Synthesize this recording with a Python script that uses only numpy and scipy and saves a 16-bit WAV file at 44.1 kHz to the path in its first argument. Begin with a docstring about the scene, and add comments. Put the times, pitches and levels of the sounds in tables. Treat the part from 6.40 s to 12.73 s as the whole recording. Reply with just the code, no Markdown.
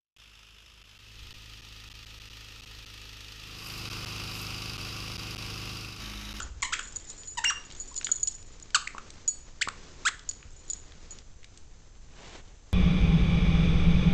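"""Two dogs play on carpet, close to a hand-held camera that rumbles as it swings at the start. One chews
a plush toy: each bite drives air through the squeaker's reed, which chirps up, then down as the air runs
out; at 1 s a hard bite makes it whistle. Collar tags jingle hardest just before 2 s, jaws click, and a
hallway rings briefly behind them. The squeaks stop by 4 s, leaving a few clinks and clicks, soft thuds
and rustling plush. Near 6 s the toy is dragged over the dog bed."""
import sys
import numpy as np
from scipy import signal
from scipy.fft import rfft, irfft
from scipy.io import wavfile

SR = 44100
rng = np.random.default_rng(int(sys.argv[2]) if len(sys.argv) > 2 else 0)


def int16_out(signal):
    """Quantize to a 16-bit WAV file."""
    q = np.round(np.clip(np.atleast_2d(signal).T, -1, 1) * 32767)
    wavfile.write(sys.argv[1], SR, q.astype(np.int16))


N = 279143
TIME = np.arange(N) / SR

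# colour of the room tone: (frequency [Hz], level [dB])
ROOM_TONE_EQ = [(12, -2.5), (22, 1), (50, -14), (120, -17.5), (160, -23.5), (240, -34), (450, -40),
                (700, -37.5), (2000, -57.5), (5000, -53), (7400, -38), (9000, -70.5)]
# soft thuds on the floor: (time [s], level [dB], pitch [Hz])
FLOOR_THUDS = [(4.051, -37.5, 60.4), (5.625, -46, 75), (6.000, -43, 109.4)]
# colour of rubbed plush: (frequency [Hz], level [dB])
PLUSH_EQ = [(80, -18.5), (150, 0.5), (300, 0), (465, -1.5), (650, -8.5), (1200, -8), (2700, -11),
            (7100, -10.5), (7900, -21), (9000, -36)]
# dull colour of the dog bed: (frequency [Hz], level [dB])
BED_EQ = [(80, -15), (160, -3), (450, -1), (700, -4.5), (1500, -8.5), (2800, -8.5), (5000, -13.5),
          (7400, -14.5), (9000, -36)]
# rubs of plush and bedding: (time [s], length [s], level [dB])
PLUSH_RUBS = [(0, 0.044, -49.5), (0.22, 0.59, -57.5), (1.2, 0.44, -58), (2.55, 0.29, -58.5),
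              (3.4, 0.24, -54), (4.58, 0.19, -57.5), (5.17, 0.017, -63)]
# the toy drags over the bed, then shifts once more: (time [s], length [s], level [dB])
BED_DRAGS = [(5.861, 0.094, -49), (6.104, 0.011, -61)]
# clicks of teeth, claws and toy: (time [s], level [dB], register [Hz])
DRY_CLICKS = [(0.467, -44, 5500), (0.601, -39, 6200), (0.834, -35.5, 4500), (1.239, -35, 2180),
              (1.3024, -32, 3540), (1.3121, -31, 3500), (1.543, -31, 6500), (1.6122, -25.5, 2200),
              (1.629, -28.5, 2790), (1.658, -36, 5500), (1.6688, -17, 2600), (2.027, -37.5, 6060),
              (2.199, -36, 5030), (2.305, -37.5, 4200), (2.704, -29.5, 5700), (2.877, -34, 3500),
              (3.794, -35.5, 5000), (3.912, -26.5, 5500), (4.028, -36.5, 2500), (4.521, -39, 2490),
              (4.787, -33.5, 4460), (5.031, -42.5, 3080), (5.044, -32, 4620), (5.175, -34, 5800)]
# spells in which a dog moves and its collar jingles: (time [s], length [s], level [dB])
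JINGLE_SPELLS = [(0.35, .6, -38.5), (1.279, .27, -39), (1.55, 0.41, -34.5), (1.939, .25, -50),
                 (4.1, 0.3, -46.5)]
# modes of two metal tags, a list for each: (frequency [Hz], level [dB], t60 [s])
TAG_MODES = [
    [(4190, -21, .1), (6740, -12, .1), (6965, 0, .25), (7060, -12, .2), (7450, -22, .15), (8030, -21, .12)],
    [(4479, -28, .7), (6842, -1, .19), (7130, -22, .25), (7989, -29, .5)],
]
# tag hits: (time [s], ring level [dB], second tag's share [0-1], free ring [s], tick level [dB])
TAG_CLINKS = [(0.022, -34, 0.6, 0.023, -33), (0.221, -29, .13, 0.063, -30), (0.403, -40.5, .2, .06, -53),
              (0.560, -25.5, 0.65, 0.0089, -33), (0.689, -33.5, 0.15, 0.014, -46),
              (0.701, -37.5, 0.14, 0.017, -28.5), (0.787, -39, 0.1, .08, -50),
              (0.874, -35, 0.12, .07, -38.5), (1.25, -42.5, 0.8, .1, -53), (1.400, -28.5, 0.77, .14, -51.5),
              (1.555, -35.5, .1, 0.011, -45), (1.5635, -32.5, 0.2, 0.014, -28),
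              (1.577, -24, .3, 0.013, -26.5), (1.645, -20, 0.23, 0.0066, -22),
              (1.7155, -11.5, 0.82, 0.0072, -27.5), (1.757, -29, 0.16, 0.0099, -45.5),
              (1.830, -18.5, 1, 0.0076, -37), (1.873, -24, .2, 0.014, -21), (2.225, -32, 0.86, 0.0057, -44),
              (2.878, -20.5, 0.89, 0.1, -25), (3.890, -18, 0.81, 0.007, -29),
              (4.2996, -23, 0.56, 0.013, -25.5), (4.333, -22.5, 0.9, 0.0023, -35),
              (4.708, -31.5, 0.66, 0.026, -40)]
# the toy's plastic bulb buckles or springs back: (time [s], level [dB], pitch [Hz])
BULB_POPS = [(1.691, -31, 1410), (2.548, -32, 1064), (2.567, -39.5, 1050), (3.274, -23, 1130)]
# colour of the reed's overtones: (frequency [Hz], level [dB])
REED_EQ = [(900, 18.5), (2000, 0), (3000, -0.5), (4300, -1), (5200, -4), (6200, -1), (7500, 6), (8100, 0),
           (8700, -20)]
# puffs of air through the reed:
# (time [s], length [s], first pitch [Hz], last pitch [Hz], level [dB], peak place [0-1], brightness [dB])
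REED_CHIRPS = [(0.0, 0.007, 1937, 1180, -30.5, 0.8, -2), (0.226, 0.012, 1177, 869, -23.5, 0.15, 3),
               (0.244, 0.017, 1070, 948, -33.5, .35, -1.5), (0.323, .021, 1165, 3150, -25, 0.67, -7),
               (0.391, 0.0062, 1893, 1256, -28, 0.6, -3.5), (0.972, .023, 1016, 882, -28.5, 0.72, -2),
               (1.040, 0.011, 1380, 2680, -21.5, 0.62, -6), (1.0979, 0.018, 1878, 1044, -26.5, 0, -5.5),
               (1.513, 0.017, 974, 1126, -48.5, 0.4, -20), (2.3457, 0.021, 1589, 1071, -16.5, 0.01, -1.5),
               (2.4725, 0.0063, 1800, 3020, -27.5, 0.46, -6.5),
               (2.5808, 0.0062, 1590, 1000, -32.5, 0, -7.5), (3.212, .019, 1394, 3390, -21.8, 0.58, -4),
               (3.2847, 0.0057, 1664, 1010, -26, .2, -5.5), (3.651, .031, 1181, 2088, -21, 0.63, -3.5),
               (3.679, 0.014, 2404, 990, -24.5, 0, -5.5)]


def undb(db):
    """Decibels to gain."""
    return 10 ** (np.asarray(db) / 20)


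def unit(x):
    """Scale to rms 1."""
    return x / np.sqrt(np.mean(x ** 2))


def gain_at(eq, hz):
    """Gain of an EQ curve at a frequency."""
    f, db = np.transpose(eq)
    return undb(np.interp(np.log(hz + 1), np.log(f), db))


def colour(x, eq):
    """Shape a sound with an EQ curve; rms 1."""
    return unit(irfft(rfft(x) * gain_at(eq, np.fft.rfftfreq(len(x), 1 / SR)), len(x)))


def band(x, lo_hz, hi_hz):
    """Band-pass."""
    return signal.sosfilt(signal.butter(2, [lo_hz, min(hi_hz, .45 * SR)], "band", fs=SR, output="sos"), x)


def walk(per_s, size):
    """Smooth random modulation with a spread near 1."""
    knots = rng.standard_normal(4096)
    return 1.2 * np.interp(np.arange(size) / SR * per_s, np.arange(4096), knots)


def add(out, s, x):
    """Mix x in at time s."""
    i = max(int(s * SR), 0)
    out[i:i + len(x)] += x[:max(N - i, 0)]


def swell(s, length_s, attack_s, release_s):
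    """An envelope that rises until s, holds for the length and fades out."""
    return np.clip(np.minimum(1 + (TIME - s) / attack_s, 1 - (TIME - s - length_s) / release_s), 0, 1)


def burst(lo_hz, hi_hz, t60):
    """A short crack of contact noise."""
    t = TIME[:4096]
    return unit(band(rng.standard_normal(len(t)), lo_hz, hi_hz)) * undb(-60 * t / t60)


def knock(hz, cycles):
    """A heavily damped swing of a soft body; its envelope peaks after the given cycles."""
    turns = TIME[:8192] * hz
    return np.sin(2 * np.pi * turns) * (turns / cycles) ** 2 * np.exp(2 - 2 * turns / cycles)


def room_tone(db=-48.5, whine_hz=6150, whine_db=-72.5):
    """A low, steady bed of noise with the camera's faint whine on top."""
    whine = undb(whine_db) * np.sqrt(2) * np.sin(2 * np.pi * whine_hz * TIME)
    return undb(db) * colour(rng.standard_normal(N), ROOM_TONE_EQ) + whine


def hallway(x, t60=0.38, wet_db=-11, early_db=-17, early_t60=0.13, gap_s=0.0028):
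    """Reverb return: sparse near reflections and the diffuse ring of bare walls."""
    t = TIME[:SR]
    tail = colour(rng.standard_normal(SR), [(150, 13), (1200, 3.5), (2500, 1.5), (4500, -.5), (8000, -1.5)])
    tail = tail * undb(-60 * t / t60) * np.clip((t - gap_s) / gap_s, 0, 1)
    taps = rng.standard_normal(SR) * (rng.random(SR) < .01)
    early = taps * undb(-60 * t / early_t60) * (t > gap_s / 2)
    response = (undb(wet_db) * unit(tail) + undb(early_db) * unit(early)) / np.sqrt(SR)
    return signal.fftconvolve(x, response)[:N]


def rumble(handling_db=-58, swing_db=-43):
    """The low end: handling noise, stronger during the camera's opening swing, and thuds on the carpet."""
    shake = band(band(rng.standard_normal(N), 30, 85), 30, 85)
    swing = swell(0, length_s=0.17, attack_s=0.093, release_s=0.093)
    out = unit(shake) * (undb(handling_db) + undb(swing_db) * swing)
    for s, db, hz in FLOOR_THUDS:
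        add(out, s, undb(db) * knock(hz, cycles=0.38))
    return out


def fabric(gain, eq, grain_db=1.5, flicker_db=1):
    """Fibres catch and slip in tiny grains as cloth rubs."""
    grains = rng.standard_normal(N) * undb(grain_db * walk(500, N))
    return colour(grains, eq) * gain * undb(flicker_db * walk(25, N))


def rustle(scuffle_s=4.76, scuffle_db=-59.5, stir_db=-62.5):
    """Single rubs over scuffling paws and a constant stir of cloth, then the toy dragged over the bed."""
    moves = list(PLUSH_RUBS) + [(0, scuffle_s, scuffle_db)]
    power = sum((undb(db) * swell(s, length_s, attack_s=0.11, release_s=0.085)) ** 2
                for s, length_s, db in moves)
    drag = sum(undb(db) * swell(s, length_s, attack_s=0.2, release_s=0.066)
               for s, length_s, db in BED_DRAGS)
    return fabric(np.sqrt(power + undb(stir_db) ** 2), PLUSH_EQ) + fabric(drag, BED_EQ)


def clicks(trim_db=-5, t60=0.012):
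    """Teeth, claws and toy make dry little clicks, each in its own register."""
    out = np.zeros(N)
    for s, db, hz in DRY_CLICKS:
        add(out, s, undb(db + trim_db) * burst(hz / 2, hz * np.sqrt(2), t60))
    return out


def collar_fittings(per_s=90, t60=0.026, spread_db=5, trim_db=-11):
    """Small fittings touch at random, each with a brief ping of two unrelated partials."""
    out, t = np.zeros(N), TIME[:4096]
    for s, length_s, spell_db in JINGLE_SPELLS:
        for when, low, high, softness in rng.random((int(per_s * length_s), 4)):
            db = spell_db + trim_db - spread_db * np.log(softness + 0.14)
            low_hz, high_hz = 3200 + 3000 * low, 6300 + 1500 * high
            ping = .5 * np.sin(2 * np.pi * low_hz * t) + np.sin(2 * np.pi * high_hz * t)
            add(out, s + when * length_s, undb(db - 60 * t / t60) * ping)
    return out


def light_touches(per_s=12, ring_db=-3, tick_db=-10, share=0.19, free_s=0.063):
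    """Cues for faint tag clinks, scattered through each spell of jingling."""
    cues = []
    for s, length_s, db in JINGLE_SPELLS:
        count = max(round(per_s * length_s), 1)
        for when in (np.arange(count) + rng.random(count)) / count:
            cues.append((s + when * length_s, db + ring_db, share, free_s, db + tick_db))
    return cues


def collar_tags(damped_t60=0.014, scatter_db=1, detune=0.001, tick_trim_db=-6, wobble_db=2.5):
    """Two metal tags strike, swing and ring for a moment, then lie against each other and die away."""
    out, t = np.zeros(N), TIME[:SR // 2]
    attack = np.sin(np.pi / 2 * np.minimum(t / .001, 1)) ** 2
    for s, db, share, free_s, tick_db in list(TAG_CLINKS) + light_touches():
        choke_db = -60 * np.maximum(t - free_s, 0) / damped_t60
        ring = 0
        for modes, weight in zip(TAG_MODES, (1 - share, share)):
            for hz, mode_db, t60 in modes:
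                level_draw, pitch_draw = rng.standard_normal(2)
                fade_db = choke_db * (hz / 7000) ** 1.8 - 60 * t / t60  # high modes choke first
                partial = np.sin(2 * np.pi * hz * (1 + detune * pitch_draw) * t)
                ring = ring + weight * undb(mode_db + scatter_db * level_draw + fade_db) * partial
        add(out, s, attack * ring * undb(db + wobble_db * walk(90, len(t))))
        add(out, s, undb(tick_db + tick_trim_db) * burst(4100, 7640, t60=0.028))
    return out


def reed(t, hz, db, bright_db, edge_s=0.00071, jitter=0.022, flutter_db=3.5, air_db=-21, rasp_db=-0.36):
    """The reed slaps shut once a cycle: a bright stack of harmonics, with air hissing through the gap."""
    # a loose, low reed rattles; blown hard, it locks into a clean whistle
    loose = np.clip((2900 - hz) / 1000, .15, 1)
    phase = 2 * np.pi * np.cumsum(hz * (1 + jitter * loose * walk(1200, len(t)))) / SR
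    k = np.arange(1, 10)[:, None]
    overtones = undb(bright_db - 2.6 * np.log2(k)) * gain_at(REED_EQ, k * hz)
    high_cut = np.clip((8400 - k * hz) / 400, 0, 1)
    flutter = undb(flutter_db * loose * np.array([walk(188.5, len(t)) for _ in k]))
    weights = np.where(k == 1, 1, overtones) * high_cut * flutter
    tone = (weights * np.sin(k * phase)).sum(0) / np.sqrt((weights ** 2).sum(0) / 2)
    air = unit(band(rng.standard_normal(len(t)), 1400, 13000)) * (1 + np.cos(phase))
    fades = np.clip(np.minimum(t, t[-1] - t) / edge_s, 0, 1)
    return (tone + undb(air_db) * air) * undb(db + rasp_db * loose * walk(900, len(t))) * fades


def chirp(length_s, first_hz, last_hz, db, peak, bright_db, glide_bend=1.1, roundness=0.66):
    """One puff of air: the reed's period glides from first to last while the level swells and falls."""
    t = TIME[:int(length_s * SR)]
    progress = t / t[-1]
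    period = 1 / first_hz + (1 / last_hz - 1 / first_hz) * progress ** glide_bend
    arch = np.sin(np.pi * np.interp(progress, [0, np.clip(peak, .02, .98), 1], [.02, .5, .98]))
    return reed(t, 1 / period, db + 20 * roundness * np.log10(arch), bright_db)


def whistle(length_s=0.048, reed_hz=2815, waver_hz=55, wavers_per_s=21, brighten_db_per_s=575):
    """A hard bite holds the reed near its own pitch; it sags, recovers and brightens as pressure builds."""
    t = TIME[:int(length_s * SR)]
    hz = reed_hz + waver_hz * np.cos(2 * np.pi * wavers_per_s * t)
    return reed(t, hz, db=-24.5, bright_db=-15.5 + brighten_db_per_s * t)


def squeaky_toy(whistle_at_s=1.052):
    """Chirps on bite and release, one whistle, and the pops of the plastic bulb."""
    out = np.zeros(N)
    for s, *puff in REED_CHIRPS:
        add(out, s, chirp(*puff))
    add(out, whistle_at_s, whistle())
    for s, db, hz in BULB_POPS:
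        add(out, s, undb(db) * (knock(hz, cycles=1.7) + 0.63 * knock(hz / 3, cycles=0.21)))
    return out


def scene():
    """Toy, collar and clicks up front with a send to the hallway, over rustle, rumble and room tone."""
    toy = squeaky_toy()
    dogs = collar_tags() + collar_fittings() + clicks()
    toy_send = undb(5 - 2.5 * TIME)  # the toy dries up as the dog carries it closer
    reverb = hallway(toy * toy_send + dogs)
    return (room_tone() + reverb + rustle() + rumble() + dogs + toy)[None]


def record(dry, top_hz=8550):
    """The camera's narrow sound channel cuts the top."""
    return signal.sosfilt(signal.ellip(8, .3, 62, top_hz, fs=SR, output="sos"), dry)


dry = scene()
out = record(dry)
int16_out(out)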